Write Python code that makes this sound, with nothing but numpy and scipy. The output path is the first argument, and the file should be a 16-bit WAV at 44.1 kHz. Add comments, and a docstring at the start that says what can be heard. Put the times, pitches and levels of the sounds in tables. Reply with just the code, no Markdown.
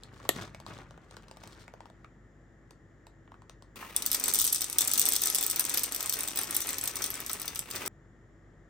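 """Coffee beans from a foil bag into a wooden bowl

Close to the microphone, in a small room with a low mains hum, a foil zip bag is pulled open: the zip snaps and
peels apart, and the stiff foil crinkles and ticks as it buckles. Roasted beans are then shaken out. They scrape
along the bag, clack into a wooden bowl and jostle on the heap, until all sound of them stops at once."""
import sys
import numpy as np
from scipy import signal
from scipy.fft import rfft, irfft, next_fast_len
from scipy.io import wavfile
from scipy.ndimage import map_coordinates

SR = 44100
rng = np.random.default_rng(int(sys.argv[2]) if len(sys.argv) > 2 else 0)


def master(y):
    """Save y as 16-bit WAV."""
    cut = np.clip(np.atleast_2d(y).T, -1, 1)
    pcm = np.round(cut * 32767)  # scale
    wavfile.write(sys.argv[1], SR, pcm.astype(np.int16))


N = 383229
TIME = np.arange(N) / SR
FFT_SIZE = next_fast_len(N + SR // 4)

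# crisp spectrum of the zip's slips and the foil's ticks: (frequency [Hz], level [dB])
CRISP_SPECTRUM = [(1000, -37.5), (2200, -9.5), (3600, 1.5), (6500, -3.5), (9000, -8.5), (12000, -16.5),
                  (16000, -21.5)]


def amp(db):
    """Decibels to gain."""
    return 10 ** (np.asarray(db) / 20)


def unit(x):
    """Scale to rms 1."""
    return x / np.sqrt(np.mean(x ** 2) + 1e-20)


def scatter(shape):
    """Normal random values held within two deviations."""
    return np.clip(rng.standard_normal(shape), -2, 2)


def along(points, hz):
    """Read (frequency [Hz], value) points on a log frequency axis."""
    f, values = np.transpose(points)
    return np.interp(np.log(hz + 1), np.log(f), values)


def moments(density, count):
    """Random times that crowd where the density is high."""
    share = (np.arange(count) + rng.random(count)) / count
    return np.interp(share, np.cumsum(density) / np.sum(density), TIME)


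def coloured(x, spectrum):
    """Minimum-phase filter with the given spectrum, so that attacks stay sharp."""
    n = x.shape[-1]
    m = 2 * next_fast_len(n // 2 + 1024)
    cepstrum = irfft(np.log(amp(along(spectrum, np.fft.rfftfreq(m, 1 / SR)))), m)
    cepstrum[1:m // 2] *= 2
    cepstrum[m // 2 + 1:] = 0
    return irfft(rfft(x, m) * np.exp(rfft(cepstrum)), m)[..., :n]


def place(times, levels_db, shapes, span_s=0.004):
    """Lay each shape at its time; its level is the rms it would have if packed into span_s."""
    out = np.zeros((2, N + SR))
    shapes = shapes / np.linalg.norm(shapes, axis=-1, keepdims=True) * np.sqrt(span_s * SR)
    for time, db, shape in zip(times, levels_db, shapes):
        start = max(round(time * SR), 0)
        out[:, start:start + shape.shape[-1]] += amp(db) * shape
    return out[:, :N]


def clicks(times, levels_db, spectrum, t60, ring_db, ring_t60, uneven_db, size=1536):
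    """Brief contacts, each with its own resonances and damping: a fast crack and a weaker ring."""
    t = np.arange(size) / SR
    chance = rng.standard_normal((len(times), 49))
    ripple = signal.resample(chance[:, 1:], size // 2 + 1, axis=1)[:, None]
    noise = irfft(rfft(rng.standard_normal((len(times), 2, size))) * amp(uneven_db * ripple))
    crack_t60 = t60 * np.exp(0.3 * chance[:, :1, None])
    fade = amp(-60 * t / crack_t60) + amp(ring_db - 60 * t / ring_t60)
    return place(times, levels_db, coloured(noise * fade, spectrum))


def grains(rate, spread_db, t60, spectrum):
    """A stream of tiny contacts of random size, rms 1."""
    struck = rng.random(N) < rate / SR
    energy = struck * amp(spread_db * scatter(N)) ** 2
    fading = signal.lfilter([1], [1, -amp(-60 / (t60 * SR)) ** 2], energy)
    return unit(coloured(np.sqrt(fading) * rng.standard_normal((2, N)), spectrum))


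def microphone(pair, balance):
    """Two versions of a sound become left and right: partly alike, phase-shifted, louder on one side."""
    # likeness at the microphone's two ports: (frequency [Hz], correlation [0..1])
    likeness = [(100, .93), (350, .89), (700, .66), (2000, .6), (4500, .52), (7000, .6), (8500, .93),
                (15000, .95)]
    # how far the left port leads: (frequency [Hz], phase [rad])
    left_lead = [(200, 0), (1000, .2), (3000, .7), (5500, .2), (7300, 1.4), (8500, 0), (10250, -3.1),
                 (12000, -6.3), (13800, -9.4), (15600, -12.6)]
    hz = np.fft.rfftfreq(FFT_SIZE, 1 / SR)
    turn = np.arccos(np.clip(along(likeness, hz), 0, 0.995)) / 2
    common, apart = rfft(pair, FFT_SIZE) * [np.cos(turn), np.sin(turn)]
    lean = amp(along(balance, hz) / 2) * np.exp(0.5j * along(left_lead, hz))
    lean_rms = np.sqrt((abs(lean) ** 2 + abs(lean) ** -2) / 2)
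    left_right = np.array([(common + apart) * lean, (common - apart) / lean])
    return irfft(left_right / lean_rms, FFT_SIZE)[:, :N]


def room(x, wet_db, size=16384):
    """Near walls answer; each stretch of sound takes its own paths, and the top treble dies first."""
    # the small room's decay: (frequency [Hz], t60 [s])
    decay = [(200, 0.19), (1500, 0.17), (6000, 0.19), (15000, 0.099)]
    out = np.zeros((2, N + 3 * size))
    for start in range(0, N, size):
        hz, t, noise = signal.stft(rng.standard_normal((2, size)), SR, nperseg=256)
        fading = noise * amp(-60 * t / along(decay, hz)[:, None]) * (1 - np.exp(-t / 0.001))
        _, tail = signal.istft(fading, SR, nperseg=256)
        wet = signal.fftconvolve(x[:, start:start + size], tail / np.linalg.norm(tail[0]), axes=1)
        out[:, start:start + wet.shape[1]] += wet
    return x + amp(wet_db) * out[:, :N]


def room_tone():
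    """Soft room air under a slightly unsteady mains hum."""
    # tones of the hum: (frequency [Hz], rms level [dB])
    tones = [(49.1, -62.5), (99.8, -66), (121.5, -68.5), (332, -72)]
    # spectrum of the air: (frequency [Hz], level [dB])
    air_spectrum = [(25, -30), (45, -1.5), (80, -2.5), (130, 0), (200, -3.5), (350, -7.5), (550, -12),
                    (1000, -21), (1300, -17.5), (1550, -19.5), (1850, -13.5), (2150, -24.5), (2500, -35.5),
                    (3300, -33.5), (4400, -42.5), (5500, -37.5), (6400, -38.5), (7150, -29.5),
                    (8200, -47.5), (16000, -59.5)]

    def drift():
        return map_coordinates(rng.standard_normal(64), [TIME * 3])

    hum = sum(np.sqrt(2) * amp(db + 0.8 * drift()) * np.sin(2 * np.pi * hz * TIME + 0.25 * drift())
              for hz, db in tones)
    air = amp(-59) * unit(coloured(rng.standard_normal((2, N)), air_spectrum))
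    return air + [hum, np.zeros(N)]


def palms(fade_s=0.2):
    """The hands rub dully on the bag while they open it, and again as they tip it steeply."""
    # spells of rubbing: (start [s], end [s], level [dB])
    rubs = [(0.048, 1.15, -57), (6.4, 7.95, -58.5)]
    # spectrum of a palm on the bag: (frequency [Hz], level [dB])
    palm_spectrum = [(25, -33.5), (45, -5.5), (70, -0.5), (100, 2.5), (180, -5), (300, -18.5), (1000, -61)]
    level = sum(amp(db) * np.clip(np.minimum(TIME - start, end - TIME) / fade_s, 0, 1)
                for start, end, db in rubs)
    return level * grains(rate=300, spread_db=3, t60=0.04, spectrum=palm_spectrum)


def zip_peel(attack_s=0.03, release_t60=0.2, let_go_s=2.2):
    """At each pull the bag rustles and the zip's ridges part in tiny slips."""
    # pulls of the fingers: (start [s], length [s], rustle [dB], slips [dB])
    pulls = [(0.14, 0.12, -55.5, -63.5), (0.365, 0.069, -43, -50.5), (0.67, 0.13, -49, -61.5),
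             (1.11, 0.034, -57.5, -70), (1.42, 0.2, -57, -64)]
    # spectrum of the rustling bag: (frequency [Hz], level [dB])
    rustle_spectrum = [(50, -23), (100, 7.5), (200, 2.5), (400, -2), (800, -6), (1250, -3.5), (2000, -9),
                       (3200, -18), (6000, -45.5)]
    rustle_level, slip_level = np.zeros((2, N))
    for start, length, rustle_db, slip_db in pulls:
        take_hold = np.clip((TIME - start) / attack_s + 1, 0, 1)
        release = amp(-60 * np.maximum(TIME - start - length, 0) / release_t60)
        rustle_level += amp(rustle_db) * take_hold * release
        slip_level += amp(slip_db) * take_hold * release
    # the hands shift on the bag between pulls
    grip = amp(-60.5 - 2 * TIME) * np.clip((let_go_s - TIME) / 0.45, 0, 1)
    rustle = grains(rate=850, spread_db=7.5, t60=0.018, spectrum=rustle_spectrum)
    slips = grains(rate=650, spread_db=5.5, t60=0.005, spectrum=CRISP_SPECTRUM)
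    return np.hypot(rustle_level, grip) * rustle + np.hypot(slip_level, amp(-16) * grip) * slips


def foil_buckles():
    """The flexed foil buckles, each time with a hollow pop and a crisp tick."""
    # the clearest buckles: (time [s], pop [dB], tick [dB])
    buckles = [(0.035, -70, -45), (0.2002, -48, -59.5), (0.252, -42, -58.5), (0.547, -43, -50),
               (0.6013, -47, -51.5), (0.6645, -40.5, -47), (0.7875, -46, -55), (0.9087, -49.5, -57.5),
               (0.9767, -48.5, -65), (1.1108, -52, -53), (1.1677, -44, -49), (1.2235, -63, -64),
               (1.283, -55, -55.5), (1.3125, -44.5, -49.5), (1.3706, -48, -54.5), (1.437, -46, -49.5),
               (1.4749, -53, -50.5), (1.6798, -45, -58.5), (1.7385, -43, -60), (1.8054, -43.5, -58.5),
               (1.8565, -48, -59), (1.9004, -51, -62), (2.0454, -46, -61.5), (2.7081, -52, -54.5),
               (3.0684, -50.5, -55.5), (3.2769, -54, -83), (3.319, -47, -67), (3.342, -50, -72),
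               (3.4201, -52, -65), (3.4963, -48.5, -50), (3.6236, -52, -55.5)]
    # small creases as the bag's mouth is spread: (start [s], end [s], pop [dB], tick [dB])
    spreading = (1.12, 1.46, -66, -65.5)
    # spectrum of a pop: (frequency [Hz], level [dB])
    pop_spectrum = [(120, -28), (350, -7), (600, 3.5), (1100, 2.5), (1800, -11), (3000, -16), (6000, -55)]
    start, end, *crease_db = spreading
    crease_times = moments((TIME > start) & (TIME < end), count=9)
    creases = np.column_stack([crease_times, crease_db + rng.normal(0, 3, (len(crease_times), 2))])
    times, pop_db, tick_db = np.vstack([buckles, creases]).T
    pops = clicks(times, pop_db, pop_spectrum, t60=0.011, ring_db=-14, ring_t60=0.04, uneven_db=3)
    ticks = clicks(times, tick_db, CRISP_SPECTRUM, t60=0.004, ring_db=-12, ring_t60=0.018, uneven_db=1.5)
    return pops + ticks


def zip_snap(size=4096):
    """Close to the microphone, the zip gives way with a crack and the taut panels thump."""
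    # the zip letting go: (time [s], thump [dB], crack [dB])
    snap = [(0.2914, -20.5, -18)]
    # modes of the bag's panels: (frequency [Hz], relative level [dB], t60 [s])
    panel_modes = [(215, 1, 0.015), (309.6, 0.5, 0.017), (407, -3, 0.016), (554, -5.5, 0.025),
                   (664, -4, 0.019), (1290, 4, 0.0085), (1820, 0.5, 0.025), (2228, -15, 0.025)]
    # spectrum of the crack: (frequency [Hz], level [dB])
    crack_spectrum = [(500, -38.5), (1000, -22), (1900, 0), (4400, 3), (5700, -13.5), (7200, -3.5),
                      (9000, -5), (12000, -4.5), (16000, -14.5)]
    times, thump_db, crack_db = np.transpose(snap)
    t = np.arange(size) / SR
    panels = sum(amp(db - 60 * t / t60) * np.sin(2 * np.pi * (hz * t + rng.random((1, 2, 1))))
                 for hz, db, t60 in panel_modes)
    thump = place(times, thump_db, panels * (1 - np.exp(-t / 0.00024)))
    crack = clicks(times, crack_db, crack_spectrum, t60=0.006, ring_db=-19, ring_t60=0.04, uneven_db=3)
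    return thump + crack


def bean_flow(shake_hz=6.22, shake_from_s=5.1, shake_to_s=7.4, crest_s=6.375):
    """Levels of sliding and arriving beans in dB: the bag's tilt sets them, the shaking sways them."""
    # the stream of beans: (time [s], sliding in the bag [dB], arriving on the heap [dB])
    flow = [(3.76, -48, -53.0), (3.95, -49, -54.0), (4.14, -47, -29), (4.2, -48.5, -38.0),
            (4.29, -42, -28.5), (4.42, -50, -28), (4.6, -51.5, -32.0), (4.75, -48.5, -37),
            (4.8, -44.5, -30.5), (5.05, -45.5, -27.0), (5.7, -43.5, -31.0), (5.97, -45.5, -34.5),
            (6.5, -44, -34.0), (7.05, -45, -36.5), (7.35, -47.5, -39), (7.66, -51, -47.5),
            (7.74, -43.0, -42.0), (7.88, -41, -36.0)]
    times, slide_db, heap_db = np.transpose(flow)
    shaking = (TIME > shake_from_s) & (TIME < shake_to_s)
    shake = shaking * np.cos(2 * np.pi * shake_hz * (TIME - crest_s))
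    return np.interp(TIME, times, slide_db) + 1.5 * shake, np.interp(TIME, times, heap_db) - 0.27 * shake


def stray_landings(heap_db, clack_offset_db=-4.5, tick_offset_db=4.5):
    """Lighter landings by chance: a fuller stream drops more beans, and louder."""
    times = moments(amp(heap_db / 2), count=125)
    level_db = np.interp(times, TIME, heap_db)[:, None] + 0.5 * scatter((len(times), 2))
    return np.column_stack([times, level_db + [clack_offset_db, tick_offset_db]])


def heap_jostle(landing_times, heap_db, settle_t60=0.13):
    """The heap creeps, and each landing unsettles its neighbours for a moment."""
    # spectrum of chattering beans: (frequency [Hz], level [dB])
    chatter_spectrum = [(2300, -19.5), (3400, -4.5), (4800, -2.5), (6000, 2), (7000, -1), (8000, 0.5),
                        (9300, 0.5), (10700, -6), (11800, -5), (13500, -6.5), (15400, -8), (16200, -26.5)]
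    landings = np.bincount((landing_times * SR).astype(int), minlength=N)
    unrest = signal.lfilter([1], [1, -amp(-60 / (settle_t60 * SR))], landings)
    bounces = grains(rate=480, spread_db=5.5, t60=0.009, spectrum=chatter_spectrum)
    return amp(heap_db) * (0.17 + 0.33 * unrest) * bounces


def bowl_knocks():
    """Now and then a bean knocks dully on the wood."""
    # knocks on the bowl: (time [s], level [dB])
    knocks = [(3.826, -37.5), (4.146, -36.5), (4.28, -38), (4.785, -46), (5.072, -40.5), (5.263, -39.5),
              (5.751, -40), (6.052, -40), (6.389, -39.5), (6.493, -42.5), (6.688, -40), (7.006, -38),
              (7.299, -37), (7.748, -38.5)]
    # spectrum of the struck wood: (frequency [Hz], level [dB])
    wood_spectrum = [(120, -30), (280, 3.5), (480, -9), (650, 2), (1000, 3), (1400, 1), (2000, 3.5),
                     (4000, -26.5)]
    times, knock_db = np.transpose(knocks)
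    return clicks(times, knock_db, wood_spectrum, t60=0.028, ring_db=-5, ring_t60=0.069, uneven_db=4.5)


def bowl_ring(x):
    """The bowl adds its few narrow resonances to the sound of the beans."""
    # modes of the bowl: (frequency [Hz], width [Hz], gain [dB])
    modes = [(1290, 88, -2), (3560, 120, -5.5), (4080, 23, -25.5), (6080, 80, -17), (6080, 30, -5),
             (5970, 23, -3.5), (9300, 200, -0.5)]
    f = np.fft.rfftfreq(FFT_SIZE, 1 / SR)
    ring = sum(amp(db) * 1j * f * width / (hz * hz - f * f + 1j * f * width) for hz, width, db in modes)
    return x + irfft(rfft(x, FFT_SIZE) * ring, FFT_SIZE)[:, :N]


def bean_strikes(times, clack_db, tick_db, clump_gap_s=0.004):
    """Beans land in small clumps: a clack with a bright tick, then a second clack milliseconds later."""
    # spectra of a bean's clack and tick: (frequency [Hz], level [dB])
    clack_spectrum = [(300, -17), (1000, -12.5), (2600, -7.5), (3400, 2), (4200, 1), (5000, 3), (6100, 7.5),
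                      (7000, -8.5), (8500, -13), (12000, -43)]
    tick_spectrum = [(4000, -27), (6800, -9.5), (7700, 6.5), (9500, 1.5), (10700, 1.5), (11800, 5.5),
                     (13500, -3), (15400, 7.5), (16200, -34)]
    second_clack_times = times + clump_gap_s * np.exp(0.5 * scatter(len(times)))
    clacks = clicks(np.r_[times, second_clack_times], np.r_[clack_db - 2, clack_db - 4.5],
                    clack_spectrum, t60=0.015, ring_db=-13, ring_t60=0.03, uneven_db=2.5)
    ticks = clicks(times, tick_db, tick_spectrum, t60=0.006, ring_db=-9, ring_t60=0.018, uneven_db=5)
    return clacks + ticks


def pour(start_s=3.758, end_s=7.88):
    """Beans scrape along the hollow bag and rattle into the bowl; sound and echo stop dead at end_s."""
    # the hardest landings: (time [s], clack of the clump [dB], tick [dB])
    hard_landings = [(3.9638, -31, -19), (4.0223, -34, -30.5), (4.0552, -44, -37.5), (4.0624, -31, -21.5),
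                     (4.1157, -30, -22.5), (4.1456, -31, -24), (4.1983, -40.5, -30), (4.2392, -29.5, -22.5),
                     (4.281, -34, -25), (4.3376, -37, -21.5), (4.381, -44, -42), (4.3884, -31, -22),
                     (4.4156, -38.5, -20.5), (4.4508, -34.5, -22.5), (4.4762, -32.5, -23.5),
                     (4.5283, -31.5, -20), (4.5546, -36.5, -29), (4.6182, -29.5, -24.5),
                     (4.7849, -23, -16.5), (4.8084, -29.5, -21), (4.8488, -46, -30.5), (4.8753, -40, -23.5),
                     (4.9356, -33.5, -24.5), (4.9807, -30, -24), (4.9955, -38.5, -15.5),
                     (5.0885, -41.5, -23.5), (5.1222, -30, -23.5), (5.154, -35, -27.5),
                     (5.2156, -56, -33.5), (5.2577, -34.5, -23), (5.3473, -30, -21.5), (5.4101, -40, -26.5),
                     (5.4645, -39.5, -22.5), (5.5953, -29, -19), (5.7447, -31, -27.5),
                     (5.7742, -26.5, -22.5), (5.8344, -36, -24), (5.9471, -34, -27.5),
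                     (6.0062, -35.5, -29.5), (6.0959, -30, -22.5), (6.1393, -36, -28), (6.2072, -37, -28),
                     (6.2766, -37, -29.5), (6.3731, -32.5, -25.5), (6.3894, -34, -24.5),
                     (6.5491, -33.5, -27.5), (6.5658, -34.5, -20), (6.6903, -32.5, -28), (6.7062, -40, -30),
                     (6.7839, -35, -29), (6.8389, -38, -26.5), (6.8756, -34.5, -27.5),
                     (6.9673, -35.5, -32.5), (7.0227, -31.5, -31.5), (7.041, -30.5, -25.5),
                     (7.104, -40, -29), (7.1539, -51, -38), (7.2958, -33.5, -32.5), (7.332, -41, -27),
                     (7.4173, -37.5, -31.5), (7.4796, -32, -31), (7.558, -35, -33), (7.5922, -37.5, -26.5),
                     (7.7113, -37, -33), (7.7599, -35.5, -34)]
    # spectrum of beans sliding in the bag: (frequency [Hz], level [dB])
    slide_spectrum = [(60, -21), (130, -8), (290, 5.5), (430, 2.5), (650, -1.5), (1000, 1), (1400, -1),
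                      (1900, 0.5), (2500, 1.5), (3500, -6.5), (7000, -11.5)]
    slide_db, heap_db = bean_flow()
    times, clack_db, tick_db = np.vstack([hard_landings, stray_landings(heap_db)]).T
    rattle = bean_strikes(times, clack_db, tick_db) + bowl_knocks() + heap_jostle(times, heap_db)
    slide = amp(slide_db) * grains(rate=570, spread_db=3, t60=0.023, spectrum=slide_spectrum)
    pouring = (TIME > start_s) & (TIME < end_s)
    return pouring * room(bowl_ring(rattle + slide), wet_db=-7.5)


def scene():
    """The bag, then the pour, both a little left of the microphone in a quiet room."""
    # stereo balance of bag and pour: (frequency [Hz], left minus right [dB])
    bag_balance = [(200, 1.6), (1000, 1.5), (4000, 3), (8500, .3)]
    pour_balance = [(400, -0.5), (1300, 1), (2400, 2), (4400, 7), (6500, 8.5), (8500, -1), (15000, 0.5)]
    bag = room(zip_snap(), wet_db=-12) + room(zip_peel() + foil_buckles(), wet_db=-8) + palms()
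    return microphone(pour(), pour_balance) + microphone(bag + room_tone(), bag_balance)


def record(dry, top_hz=16300):
    """The recorder keeps nothing above its band limit."""
    passband = np.fft.rfftfreq(FFT_SIZE, 1 / SR) < top_hz
    return irfft(rfft(dry, FFT_SIZE) * passband, FFT_SIZE)[:, :N]


dry = scene()
out = record(dry)
master(out)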